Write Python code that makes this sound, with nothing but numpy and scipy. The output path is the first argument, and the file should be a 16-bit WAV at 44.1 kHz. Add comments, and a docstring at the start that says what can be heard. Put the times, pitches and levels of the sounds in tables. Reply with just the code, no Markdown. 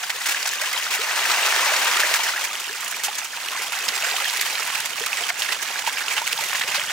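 """Churned water fizzes and bubbles from the start, as a crowd of fish feeds at a pond's surface.
The shoal thrashes a few metres below a two-port microphone: random impacts and ringing bubbles.
Tail flicks are noise bursts, slaps single pressure swings, plops large ringing pockets of air.
Far off, a slow engine throbs as filtered pulses beside a faint hum, murmuring air and high squeaks."""
import sys
import numpy as np
from scipy import signal
from scipy.fft import rfft, irfft
from scipy.io import wavfile

SR = 44100
rng = np.random.default_rng(int(sys.argv[2]) if len(sys.argv) > 2 else 0)


def wav_record(signal):
    """Record a signal, one row per channel, as 16-bit PCM in the file named by sys.argv[1]."""
    frames = np.transpose(np.atleast_2d(signal))
    bounded = np.clip(frames, -1, 1)
    # unit amplitude maps onto the largest positive 16-bit level
    quanta = np.round(bounded * 32767).astype(np.int16)
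    wavfile.write(sys.argv[1], SR, quanta)


N = 305172
TIME = np.arange(N) / SR  # s


def gain_of(db):
    """Decibels to amplitude."""
    return 10 ** (np.asarray(db) / 20)


def evened(x):
    """Scales to an rms of 1."""
    return x / np.sqrt(np.mean(x ** 2) + 1e-20)


def read(points, hz):
    """Reads a spectrum table on a log-frequency axis."""
    f, value = np.transpose(points)
    return np.interp(np.log(hz + 1), np.log(f + 1), value)


def curves(rows):
    """One value a sample for each column of a time table."""
    s, *columns = np.transpose(rows)
    return [np.interp(TIME, s, c) for c in columns]


def add(mix, s, sound):
    """Mixes a two-row sound in at time s."""
    part = mix[:, max(round(s * SR), 0):][:, :sound.shape[1]]
    part += sound[:, :part.shape[1]]


def colour(x, points, size=2048):
    """Causal filter of unit energy with the given spectrum: clicks keep their sharp fronts."""
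    hz = abs(np.fft.fftfreq(size, 1 / SR))
    log_gain = np.log(gain_of(read(points, hz)))
    minimum_phase = np.exp(np.conj(signal.hilbert(log_gain)))
    taps = np.fft.ifft(minimum_phase).real
    taps /= np.linalg.norm(taps)
    return signal.oaconvolve(x, taps[None], axes=1)[:, :x.shape[1]]


def above(x, hz):
    """The part of x above a gentle crossover."""
    return signal.sosfiltfilt(signal.butter(2, hz, "high", fs=SR, output="sos"), x)


def wander(corner_hz):
    """Smooth chance of rms 1, above 5 Hz and fading past corner_hz."""
    hz = np.fft.rfftfreq(N, 1 / SR)
    weight = (hz > 5) / (1 + (hz / corner_hz) ** 2)
    return evened(irfft(rfft(rng.standard_normal(N)) * weight, N))


def mid_and_side(sign, side):
    """Random polarity in the mid and random direction in the side, from chances of 0 to 1."""
    return np.array([np.sign(sign - .5), np.sqrt(12) * (side - .5)])


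def drops(count, per_s, spread_db):
    """Random impacts of uneven size, each from its own direction (rows: mid, side)."""
    out = np.zeros((2, count))
    at = np.flatnonzero(rng.random(count) < per_s / SR)
    luck, sign, side = rng.random((len(at), 3)).T
    size = gain_of(spread_db * np.minimum(-np.log1p(-luck), 4))  # exponential chance in dB
    out[:, at] = size * mid_and_side(sign, side)
    return evened(out)


def surges(per_s, life_s, spread_db):
    """Envelope of rms 1 from many small splashes, each starting at once and dying away."""
    size = gain_of(spread_db * np.minimum(rng.exponential(1, N), 2.5))
    power = size ** 2 * (rng.random(N) < per_s / SR)
    keep = np.exp(-2 / (life_s * SR))
    power = signal.lfilter([1], [1, -keep], power)
    return evened(np.sqrt(power + 0.81 * power.mean()))


def bubble(hz, life, rise, onset=0.14):
    """A pocket of air rings and dies; its pitch climbs as it nears the surface."""
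    age = np.arange(int(5 * life * SR)) / (life * SR)  # in lives
    pitch = hz * 2 ** (rise * np.minimum(age, 3))
    turns = np.cumsum(pitch) / SR
    return np.sin(2 * np.pi * turns) * (1 - np.exp(-age / onset)) * np.exp(-age)


POCKET_HZ = 1000  # reference pitch at which a pocket's life is given
# small bubbles close by, before a tilt towards the low ones: f/Hz, relative level/dB
BUBBLE_SIZES = [(350, -16.5), (550, -13), (900, -4), (1130, -4), (1600, 1.5), (2800, 1), (4000, -3.5),
                (7000, -3), (13000, -13.5)]


def small_bubbles(life_s, spread_db, cloud_db, life_spread=1.46, rise_octaves=0.125, count=12000):
    """Bubble clouds come and go by octave; high bubbles die sooner and are commoner per octave."""
    out = np.zeros((2, N))
    clouds = [wander(corner_hz=48) for octave in range(6)]
    when, small, long, rise, big, sign, side = rng.random((count, 7)).T
    lowest, highest = 350 ** .6, 13000 ** .6
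    hz = (lowest + small * (highest - lowest)) ** (1 / .6)
    life = life_s * 2 ** (life_spread * (long - .5)) * (POCKET_HZ / hz) ** .5
    db = read(BUBBLE_SIZES, hz) - 6 * np.log10(hz)
    db += spread_db * np.minimum(-np.log1p(-big), 3)
    octave = np.log2(hz / 350).astype(int)
    direction = mid_and_side(sign, side)
    for k in range(count):
        ring = bubble(hz[k], life[k], rise_octaves * rise[k], onset=0.075)
        cloud = clouds[octave[k]][int(when[k] * N)]
        size = gain_of(db[k] + cloud_db * cloud) / np.linalg.norm(ring)
        add(out, when[k] * N / SR, size * np.outer(direction[:, k], ring))
    return evened(above(out, hz=220))


# brief dips in the splashing: middle t/s, half length/s, level/dB
LULL_DIPS = [(0.08, 0.046, -2.5), (0.13, 0.016, -2.5), (3.12, 0.018, -4.5), (3.3, 0.029, -3.5),
             (3.693, 0.022, -3), (4.96, 0.02, -2), (5.1, 0.023, -4), (5.335, 0.052, -7), (5.58, 0.041, -2),
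             (5.71, 0.012, 0), (6.359, 0.02, -5.5)]


def lulls():
    """Level in dB of the brief dips in the splashing, each a smooth bell in time."""
    return sum(db * np.exp(-((TIME - s) / half) ** 2) for s, half, db in LULL_DIPS)


# how hard the whole shoal thrashes: t/s, relative level/dB
THRASHING = [(0, -27.5), (0.2, -27.5), (0.32, -26.5), (0.6, -25.5), (0.9, -24.8), (1.27, -19), (1.65, -17),
             (2.12, -20), (2.62, -29), (3.3, -29), (3.77, -25.5), (4.08, -24.5), (4.6, -26), (4.95, -28),
             (5.2, -24), (5.65, -27), (6.15, -26.5), (6.92, -26.5)]
# splashing water near the microphone: f/Hz, relative level/dB per Hz
WATER_SPECTRUM = [(30, -65), (120, -53), (250, -27.5), (420, -20.5), (620, -11), (920, -4), (1130, -4.5),
                  (1650, -1.5), (2700, -2), (3700, -6.5), (6400, -7), (8500, -12), (10400, -16),
                  (16000, -18)]
# the finest spray: f/Hz, relative level/dB per Hz
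FIZZ_SPECTRUM = [(200, -56), (2000, 7.5), (5000, 0), (7000, 0), (10400, -6), (13400, -5.5), (16000, -7.5)]
# the finest spray against the rest of the water: t/s, relative level/dB
FIZZ_LEVEL = [(0, 7), (1.3, -3.5), (2.1, 3), (3.2, -0.5), (3.7, 0.5), (4.5, 8.5), (5.9, -8.5), (6.45, 9),
              (6.92, -9)]
# above a calm level, each dB of thrashing lifts the low bubbles and drowns some of the fine spray
CALM_DB, DEEPEN_DB_PER_DB, DULL_DB_PER_DB = -25.5, 0.37, 0.27


def shoal(level_db=-2.5, wash_db=-8, patter_db=-4.0, bubbles_db=-2.5, fizz_db=-10,
          merging=0.49, heave_db=0.5, flutter_db=0.96):
    """Fine wash, pattering drops, bubbles and fizzing spray follow the thrashing, which heaves at random."""
    thrash_db, = curves(THRASHING)
    excess_db = np.maximum(thrash_db - CALM_DB, 0)
    frenzy = gain_of(merging * excess_db)  # in a frenzy single sounds merge into a rush
    splashing = surges(per_s=220, life_s=0.02, spread_db=5.5)
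    wash = gain_of(wash_db) * frenzy * drops(N, per_s=16000, spread_db=0.0)
    patter = gain_of(patter_db) * splashing * drops(N, per_s=3000, spread_db=3.5)
    bubbles = small_bubbles(life_s=0.00566, spread_db=3.0, cloud_db=2.5)
    bubbles *= gain_of(bubbles_db) / frenzy
    fizz = colour(drops(N, per_s=1900, spread_db=-1.5), FIZZ_SPECTRUM)
    fizz *= gain_of(fizz_db) * surges(per_s=60, life_s=0.0047, spread_db=6.0)
    water = colour(wash + patter, WATER_SPECTRUM) + bubbles
    water += gain_of(curves(FIZZ_LEVEL)[0]) * above(fizz, hz=400)
    low = water - above(water, hz=1170)
    high = above(water, hz=3280)
    depth_db = DEEPEN_DB_PER_DB * excess_db
    spray_db = flutter_db * wander(corner_hz=36) - DULL_DB_PER_DB * excess_db
    heave = heave_db / frenzy ** 2 * wander(corner_hz=6.4)
    swell = gain_of(level_db + thrash_db + lulls() + heave)
    return swell * (water + low * (gain_of(depth_db) - 1) + high * (gain_of(spray_db) - 1))


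# the far engine's thuds: t/s, level/dB
ENGINE_LEVEL = [(0, -73), (3.5, -72.5), (4.62, -67), (4.79, -59.5), (5.05, -65), (5.35, -68), (6.05, -68),
                (6.42, -60.5), (6.75, -58), (6.92, -59)]
# the far engine speeds up and slows down: t/s, firing rate f/Hz
FIRING_RATE = [(0, 17.24), (3.5, 18), (4.55, 19.2), (4.8, 19.7), (5.05, 19.3), (5.35, 16.4), (6.05, 16.2),
               (6.45, 20.2), (6.65, 21.4), (6.92, 21.5)]
# blunt exhaust note: f/Hz, relative level/dB per Hz
EXHAUST_SPECTRUM = [(30, -31), (70, -27), (110, 1.5), (170, 0), (230, -1.5), (400, -23.5), (1000, -63)]
# faint hum that wanders: t/s, pitch f/Hz, level/dB
HUM_PATH = [(0, 261, -100), (3.9, 272, -71), (4.25, 266, -65), (4.55, 250.6, -68), (5.3, 265.3, -68.5),
            (5.8, 274, -63.5), (6.15, 273, -62), (6.35, 243, -75)]
# murmur of open air: f/Hz, relative level/dB per Hz
AIR_SPECTRUM = [(15, -14), (40, -8), (75, 10), (130, 7), (300, 15), (800, -33), (4000, -37)]


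def distance(air_db=-63.5, smear=0.6):
    """One blunt exhaust thud per firing with a soft puff after it, a faint hum and low murmur of open air."""
    turns = np.cumsum(curves(FIRING_RATE)[0]) / SR
    thuds = evened(np.diff(np.floor(turns), prepend=0))
    puffs = 0.35 * evened(np.exp(-(turns % 1) / smear) * rng.standard_normal((2, N)))
    engine = colour(np.outer([1, 0], thuds) + puffs, EXHAUST_SPECTRUM)
    engine *= gain_of(curves(ENGINE_LEVEL)[0])
    hum_hz, hum_db = curves(HUM_PATH)
    hum = gain_of(hum_db) * evened(np.sin(2 * np.pi * np.cumsum(hum_hz) / SR))
    air = gain_of(air_db) * colour(rng.standard_normal((2, N)), AIR_SPECTRUM)
    return engine + np.outer([1, 0], hum) + air


# how often, typical length, level against the thrashing, extra spray, typical cloud pitch
LESSER_PER_S, LESSER_S, LESSER_DB, LESSER_SPRAY_DB, LESSER_HZ = 10, 0.0075, -7.5, 2, 2350


def lesser_flicks(spread_db=1.7, spray_spread_db=5, spread_octaves=0.59):
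    """Small flicks at chance moments, their level following the thrashing (rows as in TAIL_FLICKS)."""
    slots = np.arange(0, N / SR, 1 / LESSER_PER_S)
    luck = rng.standard_normal((len(slots), 5)).T
    s = np.clip(slots + luck[0] / LESSER_PER_S / 2, 0, N / SR)
    db = np.interp(s, *np.transpose(THRASHING)) + LESSER_DB + spread_db * luck[1]
    length = LESSER_S * 2 ** (spread_octaves * luck[2])
    cloud_hz = LESSER_HZ * 2 ** (spread_octaves * luck[3])
    spray_db = LESSER_SPRAY_DB + spray_spread_db * luck[4]
    return list(zip(s, length, db, spray_db, cloud_hz))


# the biggest tail flicks, which throw spray:
# t/s, nominal length/s, level/dB, extra fine spray level/dB, bubble cloud f/Hz
TAIL_FLICKS = [(0.029, 0.015, -26.5, -9, 1500), (0.095, 0.017, -25, 3, 1960), (0.258, 0.02, -21, 5, 1580),
               (0.285, 0.017, -21, 6, 1700), (0.308, 0.022, -24.5, 7, 2800),
               (0.362, 0.023, -26.5, -11, 2400), (0.454, 0.0085, -23.5, -7, 6200),
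               (0.471, 0.012, -21.5, 10, 1500), (0.612, 0.0091, -23, 2, 1640),
               (0.657, 0.018, -26, -1, 2700), (0.728, 0.0066, -22, 8, 3500), (0.905, 0.038, -25.5, 2, 2390),
               (0.936, 0.032, -26, 7, 2100), (1.108, 0.0056, -21.5, -18, 1590),
               (1.124, 0.012, -33, -2, 1620), (1.843, 0.0081, -23, 7, 2050), (1.995, 0.018, -20, 2, 1460),
               (2.138, 0.013, -20.5, 8, 1300), (2.156, 0.012, -22, 11, 2100), (2.231, 0.017, -24, 4, 5700),
               (2.283, 0.0082, -23, -1, 1400), (2.437, 0.02, -24.5, 7, 2200), (2.597, 0.011, -27, 4, 1210),
               (2.804, 0.0085, -29.5, 31, 7040), (2.844, 0.0061, -27.5, 29, 7240),
               (2.878, 0.008, -27, 14, 1600), (2.909, 0.0094, -27.5, 18, 1700),
               (3.034, 0.032, -22.5, 10.5, 3030), (3.151, 0.0098, -28, 10, 2500),
               (3.181, 0.012, -24.5, 5, 6500), (3.243, 0.012, -30.5, 24, 6450),
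               (3.617, 0.029, -29, 5, 2120), (3.88, 0.016, -23, 1, 3040), (4.043, 0.012, -23.5, -11, 1800),
               (4.084, 0.013, -25.5, -1, 2310), (4.163, 0.008, -21.5, 0, 2930),
               (4.2, 0.006, -25, -11, 2330), (4.277, 0.01, -26, 6, 2800), (4.408, 0.011, -25.5, 19, 2100),
               (4.682, 0.012, -29, -18, 1230), (4.698, 0.008, -26.5, -20, 1780),
               (4.745, 0.014, -24, -3, 1193), (4.979, 0.01, -29, -13, 2200),
               (5.036, 0.0044, -22.5, -1, 1810), (5.06, 0.0095, -21, 6, 2600), (5.288, 0.014, -22, 0, 1750),
               (5.392, 0.014, -27.5, 10, 2800), (5.418, 0.022, -29, 8, 3020),
               (5.487, 0.0097, -25, -4, 1800), (5.52, 0.012, -23, 0, 2800), (5.623, 0.012, -24.5, 8, 2800),
               (5.866, 0.021, -27.5, 4, 900), (5.925, 0.006, -27, 7, 2480), (6.005, 0.02, -29.5, -16, 1500),
               (6.06, 0.006, -29, -9, 2180), (6.101, 0.038, -25, -2, 2200), (6.165, 0.031, -24.5, -4, 2800),
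               (6.327, 0.0034, -19, 25, 2690), (6.406, 0.03, -31, 2, 2090), (6.548, 0.017, -23, -2, 2100),
               (6.609, 0.0085, -25, -16, 3040), (6.675, 0.02, -25, -5, 2750), (6.712, 0.012, -24, -6, 1800),
               (6.743, 0.032, -22.5, -2, 4530), (6.897, 0.008, -28, -10, 2170)]


def flicks(rise_s=0.0014, cloud_db=6, cloud_octaves=0.23, fallback_db=-17, fallback_s=0.12, count=7000):
    """Each flick tears water into drops and a ringing cloud of bubbles; a thin shower falls back."""
    out = np.zeros((2, N))
    t, hz = np.arange(count) / SR, np.geomspace(30, 16000, 80)
    treble = hz ** 4 / (hz ** 4 + 4500. ** 4)
    for s, length, db, spray_db, cloud_hz in list(TAIL_FLICKS) + lesser_flicks():
        cloud = np.exp(-(np.log2(hz / cloud_hz) / cloud_octaves) ** 2)
        spectrum_db = read(WATER_SPECTRUM, hz) + cloud_db * cloud + spray_db * treble
        spectrum = np.transpose([hz, spectrum_db])
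        burst = evened(colour(drops(count, per_s=14000, spread_db=1.5), spectrum))
        tear = np.exp(-(t / (1.07 * length)) ** 4)
        shower = gain_of(fallback_db) * np.exp(-t / fallback_s)
        add(out, s, gain_of(db) * burst * (1 - np.exp(-t / rise_s)) * (tear + shower))
    return out


# the hardest smacks on the surface: t/s, level/dB, pitch f/Hz
SURFACE_SLAPS = [(0.1023, -9, 2680), (0.258, -11, 2840), (0.4283, -10, 4770), (0.461, -9, 5800),
                 (0.4907, -11, 6300), (1.1932, -6, 2450), (1.525, -5, 1870), (1.7653, -7, 4900),
                 (1.944, -10, 2570), (2.2964, -17, 5400), (3.0826, -12, 2470), (3.486, -10.5, 2520),
                 (3.887, -3.5, 4550), (4.1133, -9, 3570), (4.2443, -8, 3900), (4.2979, -9, 4100),
                 (4.397, -9.5, 3510), (4.5537, -8.5, 3270), (5.1319, -15, 2420), (5.489, -12, 2060),
                 (5.3028, -4, 1960), (5.421, -5.5, 3130), (5.5273, -11, 3480), (5.866, -8, 2520),
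                 (5.877, -12, 2800), (5.9725, -12, 2230), (6.083, -10, 2790), (6.18, -6.5, 2460),
                 (6.3295, -7, 2900), (6.3776, -12, 4440), (6.5305, -7, 1980), (6.619, -9, 3370),
                 (6.637, -11, 2750), (6.7965, -8, 2030)]


def slaps(cycles=0.77, width=0.9, spatter_db=-8, spatter_s=0.0022, spread_octaves=0.362, count=10):
    """A body hits flat: one hard pressure swing, then a short spatter of bubbles around the same pitch."""
    out = np.zeros((2, N))
    t = np.arange(-88, 900) / SR  # the swing builds just before the hit
    for s, db, hz in SURFACE_SLAPS:
        turn, side = rng.uniform(-1, 1, 2)
        swing = np.cos(2 * np.pi * hz * t + np.pi * turn)
        smack = np.exp(-abs(t * hz / cycles) * 2) * swing
        pitches = hz * 2 ** (spread_octaves * rng.standard_normal((2, count, 1)))
        turns = pitches * t + rng.random((2, count, 1))
        spatter = evened(np.sin(2 * np.pi * turns).sum(1))
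        spatter *= gain_of(spatter_db) * np.clip(t * hz / 2, 0, 1) * np.exp(-t / spatter_s)
        add(out, s + t[0], gain_of(db) * (np.outer([1, width * side], smack) + spatter))
    return above(out, hz=605)


# heavy bodies shoving the water aside: t/s, length/s, level/dB
BODY_SHOVES = [(0.255, 0.06, -58), (3.854, 0.073, -50)]
# their low thump: f/Hz, relative level/dB per Hz
THUMP_SPECTRUM = [(40, -25), (110, -6), (250, 0), (400, -1), (900, -25), (3000, -60)]


def shoves():
    """A heavy body displaces water, giving a soft, low swell of pressure."""
    out = np.zeros((2, N))
    push = evened(colour(np.outer([1, 0], rng.standard_normal(N)), THUMP_SPECTRUM))
    for s, length, db in BODY_SHOVES:
        swell = signal.windows.hann(round(length * SR))
        add(out, s, gain_of(db) * swell * push[:, round(s * SR):][:, :len(swell)])
    return out


# large air pockets closing at the surface: t/s, starting pitch f/Hz, level/dB
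AIR_POCKETS = [(0.346, 1640, -13), (.62, 580, -28), (.714, 1200, -19), (.991, 400, -27.5),
               (1.628, 1020, -13.5), (1.971, 1325, -11), (2.194, 873, -15.5), (2.266, 1680, -12),
               (2.336, 1340, -16.5), (2.378, 1870, -14.5), (2.51, 1170, -21), (2.554, 2910, -15.5),
               (2.695, 376, -34.5), (2.945, 2360, -14.5), (3.083, 775, -20), (3.551, 1050, -21),
               (3.733, 2080, -15), (4.024, 2630, -11), (4.032, 620, -27), (4.046, 1520, -19),
               (4.068, 497, -31), (4.115, 378, -36), (4.14, 720, -23.5), (4.677, 940, -22),
               (5.01, 417, -27.5), (5.13, 2570, -12), (5.21, 652, -25), (5.26, 1060, -23.5),
               (5.303, 660, -28), (5.758, 1620, -14), (5.874, 885, -13.5), (5.972, 2280, -15),
               (5.983, 2700, -13), (6.019, 1740, -16.5), (6.082, 2740, -11), (6.217, 880, -16),
               (6.301, 1860, -18), (6.326, 2680, -14), (6.33, 440, -34.5), (6.388, 860, -20),
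               (6.553, 2030, -17), (6.613, 1930, -12.5), (6.616, 3680, -9.5), (6.64, 468, -33),
               (6.709, 875, -23), (6.777, 533, -26), (6.816, 2170, -16)]
# life and climb per life at POCKET_HZ; larger, lower pockets ring longer and climb further
POCKET_LIFE_S, POCKET_RISE_OCTAVES, LIFE_POWER, RISE_POWER = 0.006, 0.062, 1.2, 1.41


def plops(width=0.52, wobble=0.21, spray_db=-15, spray_s=0.0024):
    """Gulping mouths and diving bodies close off large, wobbling air pockets, each with a spit of spray."""
    out = np.zeros((2, N))
    shape = 1 + wobble * wander(corner_hz=220)
    spray = evened(colour(drops(N, per_s=5500, spread_db=2), WATER_SPECTRUM))
    spray *= gain_of(spray_db)
    for (s, hz, db), side in zip(AIR_POCKETS, rng.uniform(-1, 1, len(AIR_POCKETS))):
        size = POCKET_HZ / hz
        life = POCKET_LIFE_S * size ** LIFE_POWER
        rise = POCKET_RISE_OCTAVES * size ** RISE_POWER
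        ring = bubble(hz, life, rise, onset=0.13)
        at = (round(s * SR) + np.arange(len(ring))) % N
        spit = spray[:, at] * np.exp(-TIME[:len(ring)] / spray_s)
        add(out, s, gain_of(db) * (np.outer([1, width * side], ring * shape[at]) + spit))
    return out


# faint high squeaks from further off: t/s, length/s, pitch f/Hz, relative level/dB
FAR_SQUEAKS = [(3.945, 0.03, 2500, -31), (4.041, 0.024, 2450, -32.5), (4.06, 0.11, 2450, -37.5),
               (4.82, 0.073, 2460, -44), (5.15, 0.12, 2540, -40), (6.34, 0.099, 2470, -52)]
# their fundamental and overtones: multiple of the pitch, relative level/dB
SQUEAK_OVERTONES = [(1, -6), (2, -2), (3, 0)]


def squeaks(level_db=0.5, waver=.012, broken_db=4, width=.5):
    """Short, unsteady, broken whistles, strongest in their overtones."""
    out = np.zeros((2, N))
    unsteady = 1 + waver * wander(corner_hz=90)
    grip = gain_of(broken_db * wander(corner_hz=90))
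    for s, length, hz, db in FAR_SQUEAKS:
        span = slice(round(s * SR), round((s + length) * SR))
        turns = np.cumsum(hz * unsteady[span]) / SR
        tones = [gain_of(tone_db) * np.sin(2 * np.pi * round(k) * turns) for k, tone_db in SQUEAK_OVERTONES]
        tone = evened(grip[span] * sum(tones))
        tone *= signal.windows.tukey(len(tone), .5)
        add(out, s, gain_of(db + level_db) * np.outer([1, -width], tone))
    return out


# likeness of the two microphone ports: f/Hz, left-right likeness (1 = alike)
PORT_LIKENESS = [(50, .999), (150, 0.9), (500, 0.9), (1200, 0.95), (2400, 0.68), (3400, 0.5), (6500, 0.5),
                 (9000, 0.18), (16000, 0.26)]
# balance of the ports: f/Hz, left minus right level/dB
PORT_BALANCE = [(300, 0), (1000, 1.5), (2300, 0), (3250, 3), (4600, 1), (7200, 0.5), (8600, 2.3),
                (10800, 1.5), (12400, 6), (16000, 2)]
# where the shoal lies, heard above the bass: t/s, left minus right level/dB
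SHOAL_BEARING = [(0, -2), (1.8, -1), (2.3, -1.5), (2.8, -4), (3.5, -4), (3.8, -4), (5.7, -5.5), (6.92, -4)]
# left port's lead with the thrashing to one side: f/Hz, phase/rad (negative: right leads)
ASIDE_PHASE = [(50, -0.5), (780, 0.45), (1800, 0.39), (2900, 1.34), (3900, 0.5), (5200, 0.23), (7200, 1),
               (12000, 2.2), (16000, 0.5)]
# the same once the thrashing is ahead: f/Hz, phase/rad
AHEAD_PHASE = [(50, -0.14), (700, 0.5), (2500, 0.6), (2900, 0.2), (4100, -0.8), (7400, 0.7), (10000, 0),
               (13000, -0.7)]
TURN_S, TURN_LENGTH_S = 2.43, 0.26  # middle and length of the crossfade from aside to ahead


def ports(mid_side):
    """Two close microphone ports hear the bass alike and the treble each in its own way."""
    hz = np.fft.rfftfreq(N, 1 / SR)
    mid, side = rfft(mid_side)
    same = np.clip(read(PORT_LIKENESS, hz), 0, 1)
    side = side * np.sqrt((1 - same) / (1 + same))

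    def heard(lead):
        """Left and right ports with half the balance and phase lead on each."""
        lean = gain_of(read(PORT_BALANCE, hz) / 2) * np.exp(.5j * read(lead, hz))
        return irfft(np.array([(mid + side) * lean, (mid - side) / lean]), N)

    aside, ahead = heard(ASIDE_PHASE), heard(AHEAD_PHASE)
    pair = aside + (ahead - aside) * np.clip((TIME - TURN_S) / TURN_LENGTH_S + .5, 0, 1)
    bearing_db, = curves(SHOAL_BEARING)
    return pair + above(pair, hz=600) * (gain_of(np.outer([.5, -.5], bearing_db)) - 1)


def scene():
    """All the water sounds over the distant background."""
    return ports(shoal() + distance() + flicks() + slaps() + shoves() + plops() + squeaks())


EDGE_HZ = 15800


def record(dry):
    """The recorder's band limit: a steep low-pass."""
    taps = signal.firwin(801, EDGE_HZ, window=("kaiser", 9), fs=SR)
    return signal.oaconvolve(dry, taps[None], "same")


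dry = scene()
out = record(dry)
wav_record(out)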